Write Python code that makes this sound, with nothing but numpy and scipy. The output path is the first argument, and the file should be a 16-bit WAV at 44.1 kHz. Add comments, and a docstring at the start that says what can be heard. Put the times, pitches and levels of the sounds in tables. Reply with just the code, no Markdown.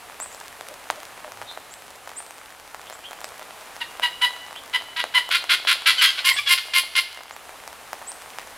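"""Guinea fowl in light rain.

In a fenced poultry yard by a wood, drops pat and splash on the soil over a soft wash and a faint hum.
A guinea fowl starts with clear honks (syrinx harmonics) and works up to harsh squawks (uneven pulses
through windpipe and throat) that ring back from the trees; a second bird yelps in between.
Thin rising peeps, a few chirps and soft hen coos are nearly pure gliding tones."""
import sys
import numpy as np
from scipy import signal
from scipy.fft import rfft, irfft, next_fast_len
from scipy.io import wavfile
from scipy.ndimage import uniform_filter1d, minimum_filter1d

SR = 44100
rng = np.random.default_rng(int(sys.argv[2]) if len(sys.argv) > 2 else 0)


def wav_out(sig):
    """Save sig, one row per channel (or a flat mono array), as 16-bit PCM at SR to the path in sys.argv[1]."""
    wavfile.write(sys.argv[1], SR, np.round(np.clip(np.atleast_2d(sig).T, -1, 1) * 32767).astype(np.int16))


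N = 377937
TIME_S = np.arange(N) / SR

# spectrum of far rain and air: freq_hz, density_db
WASH_SPECTRUM = [(15, -43), (25, -3.5), (108, -9.5), (217, -11), (270, -7), (326, -10), (451, -4),
                 (560, -3.5), (754, -0.5), (2760, -8.5), (5570, -15.5), (6920, -15.5), (10100, -14.5),
                 (14800, -21.5), (16000, -33)]
# left-right likeness of the wash: freq_hz, correlation
WASH_CORRELATION = [(30, -.45), (70, -.2), (125, .05), (250, .5), (500, .9), (1000, .97), (8000, .95),
                    (12000, .88)]
# strength of the wash: time_s, level_db
WASH_LEVEL = [(0, -43.5), (1.07, -43.5), (2.5, -46), (3.75, -42.5), (7.3, -48), (7.45, -43.5),
              (8.55, -42.5)]
# low distant swells: centre_s, width_s, level_db
HUM_SWELLS = [(1.41, .08, -57), (6.40, 0.15, -62.5)]
# heaviest near drops: start_s, level_db, treble_db
HEAVY_DROPS = [(.201, -18.5, -7.5), (.347, -24.5, -7), (.6101, -20.5, -10.5), (.6861, -34, 10.5),
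               (.9017, -6, -20), (.908, -24.5, 1.5), (1.0319, -24, -7), (1.2461, -22, -21),
               (1.4158, -18.5, -16), (1.5749, -17.5, -20), (2.0748, -21, -19), (2.7461, -18.5, -13.5),
               (2.8995, -23.5, -7), (3.1314, -21.5, -6), (3.244, -19.5, -5.5), (3.3949, -24, -9),
               (3.9973, -14.5, -12), (5.0405, -9.5, -17.5), (5.2906, -18, -9), (5.4412, -19, -11),
               (5.6503, -17, -15), (7.3096, -21, -17), (7.3646, -24, -9), (7.677, -21.5, -9),
               (7.9312, -13.5, -11.5), (8.386, -16.5, -10.5)]
# reflections from ground, pallets and tub: delay_s, gain_db
YARD_REFLECTIONS = [(.0029, -19), (.0094, -9.5), (0.0128, -22)]
# colour of the echo from the trees: freq_hz, gain_db
ECHO_SPECTRUM = [(300, 10), (1000, -4), (2150, -1), (3000, 0), (4200, 2.5), (7000, -1), (15000, -4)]
# soft hen coos: start_s, length_s, first_hz, last_hz, level_db
HEN_COOS = [(.675, 0.06, 542, 590, -45.5), (.945, 0.047, 554, 579, -44.5), (1.23, 0.065, 630, 548, -47)]
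# chirps: start_s, length_s, first_hz, last_hz, level_db
BIRD_CHIRPS = [(1.464, .064, 3600, 3876, -41), (2.856, .035, 2600, 3520, -46),
               (3.034, .043, 2460, 3370, -39), (4.546, 0.046, 2360, 3490, -38.5)]
# thin rising peeps: start_s, top_hz, level_db
BIRD_PEEPS = [(0.198, 8720, -32), (.302, 7900, -48), (1.704, 8500, -45), (2.159, 9200, -33.5),
              (2.912, 8200, -47), (3.226, 8700, -49), (6.32, 8840, -35.5), (7.305, 7840, -51),
              (8.065, 9100, -34)]
# second bird: start_s, length_s, pitch_hz, fall_share, level_db, tone_over_rasp_db
BIRD_YELPS = [(5.971, 0.041, 1548, 0.062, -17.5, 8), (6.028, 0.079, 1623, 0.024, -22.5, 1),
              (6.175, .027, 1128, 0.077, -21.5, -8), (6.287, .037, 1123, 0.185, -16, 18),
              (6.363, 0.029, 1718, 0.042, -19, 4), (6.38, .019, 1216, 0.052, -14, 17),
              (6.458, 0.033, 1713, .061, -22, -2), (6.574, 0.016, 1099, 0.065, -17.5, -15)]
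# guinea fowl's bout: start_s, length_s, pitch_hz, level_db
FOWL_NOTES = [(3.802, 0.03, 960, -22.5), (4.02, .045, 985, -15), (4.212, 0.046, 1000, -11),
              (4.73, 0.036, 1012, -16.5), (4.961, .052, 986, -20.5), (5.139, .05, 1001, -12.5),
              (5.306, 0.064, 1069, -17), (5.491, 0.058, 1017, -14.5), (5.669, 0.059, 1059, -14.5),
              (5.857, .053, 1020, -13.5), (6.009, .048, 998.5, -11), (6.243, 0.056, 1075, -15),
              (6.482, .06, 1072, -13.5), (6.734, 0.062, 1062, -14.5), (6.951, 0.05, 1063, -15)]
# clear honks, forced rasps, then half clear: time_s, tone_over_rasp_db
FOWL_CLARITY = [(3.8, 7.5), (4.2, 12), (4.73, 7.5), (4.96, 2), (5.14, 9.5), (5.3, -24), (6.0, -12.5),
                (6.25, -3.5), (6.95, 0)]
# beak opening, 0 half shut to 1 wide: time_s, gape_share
BEAK_GAPE = [(3.8, 0.22), (5.5, 0.25), (6.0, 0.39), (6.25, 0.99), (6.95, 0.74)]
# clear tone by beak opening: harmonic_number, half_shut_db, wide_db
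TONE_HARMONICS = [(1, -6.5, 0.5), (2, -5, 19), (3, 7, -12.5), (4, -6, -18), (5, -23, -9)]
# rasp colour, beak half shut: freq_hz, gain_db
RASP_HALF_SHUT = [(180, -69.5), (300, -48), (356, -25.5), (884, -24), (1060, -17), (1170, -15),
                  (1400, -0.5), (1620, -2.5), (1750, -11.5), (2050, -2.5), (3130, -6.5), (3350, 0),
                  (3620, -9.5), (3920, -5), (7000, -35), (9100, -44), (15400, -120)]
# rasp colour, beak wide: freq_hz, gain_db
RASP_WIDE = [(180, -71), (300, -62), (850, -48.5), (1050, -10), (1260, -16.5), (1400, -15.5), (1560, -8),
             (1920, -13.5), (2140, -9), (2610, -8), (2860, -1), (3570, -11), (4780, -10.5), (6220, -23),
             (7000, -24.5), (9100, -21.5), (15400, -120)]
# hiss colour, beak half shut: freq_hz, gain_db
BREATH_HALF_SHUT = [(3530, -25), (6000, 3.5), (8130, 0.5), (10200, 6.5), (12200, -2), (13600, -7),
                    (15300, -11), (16000, -12)]
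# hiss colour, beak wide: freq_hz, gain_db
BREATH_WIDE = [(3530, -34), (6000, -25.5), (6700, -22), (7280, -4), (8100, -9.5), (10200, 4.5),
               (12900, -3.5), (16000, -15)]

SPLASH_HZ, SPLASH_WIDTH_HZ = 3500, 7000


def from_db(db):
    """Decibels to gain."""
    return 10 ** (np.asarray(db) / 20)


def unit_rms(x):
    """Scale to unit rms."""
    return x / np.sqrt(np.mean(x ** 2) + 1e-20)


def hold_rms(x, window_s=.0049):
    """Hold the short-term rms near 1."""
    power = np.maximum(uniform_filter1d(x * x, int(window_s * SR) + 1), 0)
    return x / np.sqrt(power + 1e-3 * np.mean(x * x))


def at_hz(points, hz):
    """Read a table on a log-frequency axis."""
    freq_hz, value = np.transpose(points)
    return np.interp(np.log(hz + 1e-3), np.log(freq_hz), value)


def at_time(points, time_s):
    """Read a table on a time axis."""
    return np.interp(time_s, *np.transpose(points))


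def colour(x, spectrum):
    """Minimum-phase filter with the given spectrum."""
    size = 2 * next_fast_len(len(x))
    cepstrum = irfft(np.log(from_db(at_hz(spectrum, np.fft.rfftfreq(size, 1 / SR)))))
    cepstrum[1:size // 2] *= 2
    cepstrum[size // 2 + 1:] = 0
    return irfft(rfft(x, size) * np.exp(rfft(cepstrum)))[:len(x)]


def drift(rate_hz, size):
    """Smooth random curve, spread near 1."""
    position = np.arange(size) * rate_hz / SR
    knots = int(position[-1]) + 2
    return np.interp(position, np.arange(knots), rng.standard_normal(size)[:knots])


def resonate(x, hz, width_hz):
    """Two-pole resonance, peak gain 1."""
    r = np.exp(-np.pi * width_hz / SR)
    feedback = [1, -2 * r * np.cos(2 * np.pi * hz / SR), r * r]
    return signal.lfilter(np.array([1, 0, -1]) * (1 - r * r) / 2, feedback, x + 1e-18)


def add(out, start_s, x):
    """Mix x in at start_s."""
    i = max(int(start_s * SR), 0)
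    out[i:i + len(x)] += x[:max(N - i, 0)]


def envelope(t, length_s, attack_s, release_s):
    """Smooth rise, hold, exponential decay after length_s."""
    rise = np.sin(np.pi / 2 * np.clip(t / attack_s, 0, 1)) ** 2
    return rise * np.exp(-np.maximum(t - length_s, 0) / release_s)


def rain_wash():
    """Distant rain merges to a soft hiss; mainly the low stir of air differs between the ears."""
    hz = np.fft.rfftfreq(2 * N, 1 / SR)
    alike = np.clip(at_hz(WASH_CORRELATION, hz), -.5, .999)
    mid, side = rfft(rng.standard_normal((2, 2 * N))) * from_db(at_hz(WASH_SPECTRUM, hz))
    stereo = irfft(np.sqrt(1 + alike) * mid + np.sqrt(1 - alike) * side * [[1], [-1]])[:, :N]
    return unit_rms(stereo) * from_db(at_time(WASH_LEVEL, TIME_S))


def far_hum(hum_hz=70.8, level_db=-74, swell_hz=107):
    """A faint far hum, and a higher one that swells briefly."""
    steady = from_db(level_db + 2 * drift(1.92, N)) * np.sin(2 * np.pi * hum_hz * TIME_S)
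    swells = sum(from_db(db) * np.exp(-((TIME_S - centre_s) / width_s) ** 2)
                 for centre_s, width_s, db in HUM_SWELLS)
    return np.sqrt(2) * (steady + swells * np.sin(2 * np.pi * swell_hz * TIME_S))


def yard_echo(x):
    """Distinct reflections, scatter from gate and fence, then a longer echo from the trunks."""
    t = TIME_S[:SR]

    def scatter(delay_s, t60_s, taps_per_s):
        taps = rng.standard_normal(SR) * (rng.random(SR) < taps_per_s / SR)
        return unit_rms(taps * (t > delay_s) * from_db(-60 * t / t60_s)) / np.sqrt(SR)

    fence = from_db(-8.5) * scatter(delay_s=.011, t60_s=.2, taps_per_s=2500)
    trunks = from_db(-12) * scatter(delay_s=.017, t60_s=.87, taps_per_s=5000)
    response = fence + trunks
    for delay_s, gain_db in YARD_REFLECTIONS:
        response[round(delay_s * SR)] += from_db(gain_db)
    return signal.fftconvolve(x, colour(response, ECHO_SPECTRUM))[:N]


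def pat(clicks, ring_hz, damping=.54, soil_hz=1900, edge_share=.023):
    """A drop on soft ground: about one cycle of dull ring, rounded by the soil but for a thin edge."""
    ring = resonate(clicks, ring_hz, damping * ring_hz)
    rounded = signal.sosfilt(signal.butter(2, soil_hz, fs=SR, output="sos"), ring)
    return resonate(rounded + edge_share * ring, hz=700, width_hz=12300)


def far_patter(drops_per_s=250, spread_db=6.5, cluster_db=4.5, pat_db=-52.5, tick_db=-56.5):
    """Farther drops in loose clusters: each a dull pat with a tick of splash."""
    pitches_hz = np.geomspace(560, 2200, num=7)
    chance = drops_per_s / len(pitches_hz) / SR * from_db(cluster_db * drift(6.9, N))
    pats, ticks = 0, 0
    for hz in pitches_hz:
        clicks = from_db(spread_db * np.minimum(rng.exponential(1, N), 3)) * (rng.random(N) < chance)
        pats += unit_rms(pat(clicks, hz))
        ticks += resonate(clicks * rng.standard_normal(N), SPLASH_HZ, SPLASH_WIDTH_HZ)
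    return from_db(pat_db) * unit_rms(pats) + from_db(tick_db) * unit_rms(ticks)


def light_drops(drops_per_s=9, count=200):
    """Lighter drops at random intervals: rows of start_s, level_db, treble_db."""
    start_s = np.cumsum(rng.exponential(size=count)) / drops_per_s
    weight, brightness = np.clip(rng.standard_normal((count, 2)), -2, 2).T
    level_db, treble_db = -26 + 1.5 * weight, -15.5 + 5 * brightness
    return np.column_stack([start_s, level_db, treble_db])[start_s < N / SR]


def near_drops(drops, ring_hz=710.4, ring_spread=.094, trim_db=-.5, splash_db=4.5, splash_s=.0006):
    """Each near drop pats and throws a brief bright splash."""
    out, t = np.zeros(N), TIME_S[:SR // 40]
    impact = -1.0 * (t == 0)
    for start_s, level_db, treble_db in drops:
        body = pat(impact, ring_hz * np.exp(ring_spread * rng.standard_normal()))
        spray = unit_rms(resonate(rng.standard_normal(len(t)), SPLASH_HZ, SPLASH_WIDTH_HZ))
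        splash = from_db(treble_db + splash_db) * spray * np.exp(-t / splash_s)
        add(out, start_s, from_db(level_db + trim_db) * (body / abs(body).max() + splash))
    return out


def whistles(calls, waver_hz, bend=1.7):
    """Nearly pure calls that glide, level off and quaver."""
    out, size = np.zeros(N), SR // 10
    for start_s, length_s, first_hz, last_hz, level_db in calls:
        along = np.minimum(TIME_S[:size] / length_s, 1)
        hz = last_hz + (first_hz - last_hz) * (1 - along) ** bend + waver_hz * drift(901, size)
        tone = np.sqrt(2) * np.sin(2 * np.pi * np.cumsum(hz) / SR)
        add(out, start_s, from_db(level_db) * np.sin(np.pi * along) * tone)
    return out


def other_birds(peep_s=.049, peep_start_share=.75):
    """Whistled peeps, lower chirps and hen coos."""
    peeps = [(start_s, peep_s, peep_start_share * hz, hz, db) for start_s, hz, db in BIRD_PEEPS]
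    return (whistles(peeps, waver_hz=160) + whistles(BIRD_CHIRPS, waver_hz=250)
            + whistles(HEN_COOS, waver_hz=69))


def beak_spectrum(half_shut, wide, gape):
    """Blend two spectra by beak opening."""
    hz = np.geomspace(100, SR / 2, num=400)
    return np.column_stack([hz, (1 - gape) * at_hz(half_shut, hz) + gape * at_hz(wide, hz)])


def windpipe(x, round_trip_s=.0009, reflection=.55):
    """Each beat bounces up and down the windpipe and spreads in time: an all-pass."""
    feedback = np.r_[1, np.zeros(round(round_trip_s * SR) - 1), reflection]
    return signal.lfilter(feedback[::-1], feedback, x)


def honk(t, cycles, length_s, gape, squeak_ratio=1.63, squeak_db=-14):
    """Clear voice: a squeak in a higher register breaks down to the harmonic tone."""
    phase = 2 * np.pi * cycles
    tone = sum(from_db(shut_db + gape * (wide_db - shut_db)) * np.sin(k * phase)
               for k, shut_db, wide_db in TONE_HARMONICS)
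    squeak = np.sin(squeak_ratio * phase) + np.sin(2 * squeak_ratio * phase)
    return (unit_rms(tone) * envelope(t, length_s - .003, .019, .0018)
            + from_db(squeak_db) * squeak * envelope(t, .0036, .0013, .00087))


def forced_beats(cycles, pitch_hz, gape, jitter_cycles=.04, lurch=.36, weak_gain=.037, uneven_db=3):
    """Forced syrinx: every third beat is strong; timing lurches, most with the beak half shut."""
    size = len(cycles)
    beat = np.arange(int(cycles[-1]) - 2)
    timing, weight = rng.standard_normal((size, 2))[:len(beat)].T
    index = np.searchsorted(cycles, beat + .5 + jitter_cycles * timing)
    index = index + lurch * (1 - .7 * gape) * drift(130, size)[index] * SR / pitch_hz
    strength = np.where(beat % 3 == 0, 1, weak_gain) * from_db(uneven_db * np.clip(weight, -2, 2))
    pulses = np.zeros(size)
    pulses[np.clip(index.astype(int), 0, size - 1)] = strength
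    return pulses


def squawk(length_s, pitch_hz, fall_share, gape, tone_db, rasp_db, hiss_db,
           trill_hz=105, flutter_db=3, push_db=4, puff_s=.0021):
    """One note of the syrinx: clear tone, pulsed rasp and breath hiss."""
    size = SR // 7
    t = TIME_S[:size]
    along = np.minimum(t / length_s, 1.1)
    # a fast membrane trill makes the upper harmonics hoarse
    trill = .012 * np.sin(2 * np.pi * (trill_hz * t + rng.random()))
    scoop, waver = .041 * np.exp(-t / .007), .016 * drift(400, size)
    cycles = np.cumsum(pitch_hz * (1 - scoop - fall_share * along ** 3 + trill + waver)) / SR
    # pressure builds and flutters
    effort = from_db(flutter_db * drift(231.4, size) + push_db * (np.minimum(along, .6) - 1))
    tone = honk(t, cycles, length_s, gape)
    pulses = forced_beats(cycles, pitch_hz, gape)
    # each beat lets out a puff of turbulent air
    airflow = unit_rms(signal.lfilter([1], [1, -np.exp(-1 / (puff_s * SR))], pulses))
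    puffs = airflow * rng.standard_normal(size)
    buzz = unit_rms(pulses - pulses.mean()) + .25 * puffs
    throat = colour(buzz, beak_spectrum(RASP_HALF_SHUT, RASP_WIDE, gape))
    rasp = hold_rms(windpipe(throat)) * envelope(t, length_s - .003, .0046, .0054)
    breath = colour(puffs, beak_spectrum(BREATH_HALF_SHUT, BREATH_WIDE, gape))
    hiss = breath / breath[t < length_s].std() * envelope(t, length_s - .008, .016, .016)
    return effort * (from_db(tone_db) * tone + from_db(rasp_db) * rasp + from_db(hiss_db) * hiss)


def split_level(level_db, tone_over_rasp_db):
    """Share a note's power between tone and rasp."""
    rasp_db = level_db - 10 * np.log10(1 + from_db(tone_over_rasp_db) ** 2)
    return rasp_db + tone_over_rasp_db, rasp_db


def yelping_bird(gape=.56, hiss_offset_db=-23):
    """A second bird's short yelps and squeals, at one beak opening."""
    out = np.zeros(N)
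    for start_s, length_s, pitch_hz, fall_share, level_db, tone_over_rasp_db in BIRD_YELPS:
        tone_db, rasp_db = split_level(level_db, tone_over_rasp_db)
        hiss_db = level_db + hiss_offset_db
        add(out, start_s, squawk(length_s, pitch_hz, fall_share, gape, tone_db, rasp_db, hiss_db))
    return out


def guinea_fowl(fall_share=.026, hiss_offset_db=-23, loud_db=-14):
    """The bout of notes, hissier as the voice is louder, more forced and the beak opens."""
    out = np.zeros(N)
    for start_s, length_s, pitch_hz, level_db in FOWL_NOTES:
        gape = at_time(BEAK_GAPE, start_s)
        tone_db, rasp_db = split_level(level_db, at_time(FOWL_CLARITY, start_s))
        rasp_share = from_db(rasp_db - level_db) ** 2
        hiss_db = level_db + hiss_offset_db + .3 * (level_db - loud_db) + 6 * rasp_share + 10 * gape
        add(out, start_s, squawk(length_s, pitch_hz, fall_share, gape, tone_db, rasp_db, hiss_db))
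    return out


def scene(others_send_db=3, drops_send_db=-6):
    """Birds and drops straight ahead, rain all round."""
    fowl = guinea_fowl() + yelping_bird()
    drops = near_drops(HEAVY_DROPS) + near_drops(light_drops())
    others = other_birds()
    echo = yard_echo(fowl + from_db(others_send_db) * others + from_db(drops_send_db) * drops)
    return fowl + others + drops + echo + far_patter() + far_hum() + rain_wash()


def record(dry):
    """Fast peak limiter, then a steep low-pass."""
    ceiling, window, cutoff_hz = .72, SR // 250, 16000
    gain = ceiling / np.maximum(abs(dry).max(axis=0), ceiling)
    limited = dry * uniform_filter1d(minimum_filter1d(gain, window), window)
    return signal.sosfilt(signal.ellip(10, .2, 80, cutoff_hz, fs=SR, output="sos"), limited)


dry = scene()
out = record(dry)
wav_out(out)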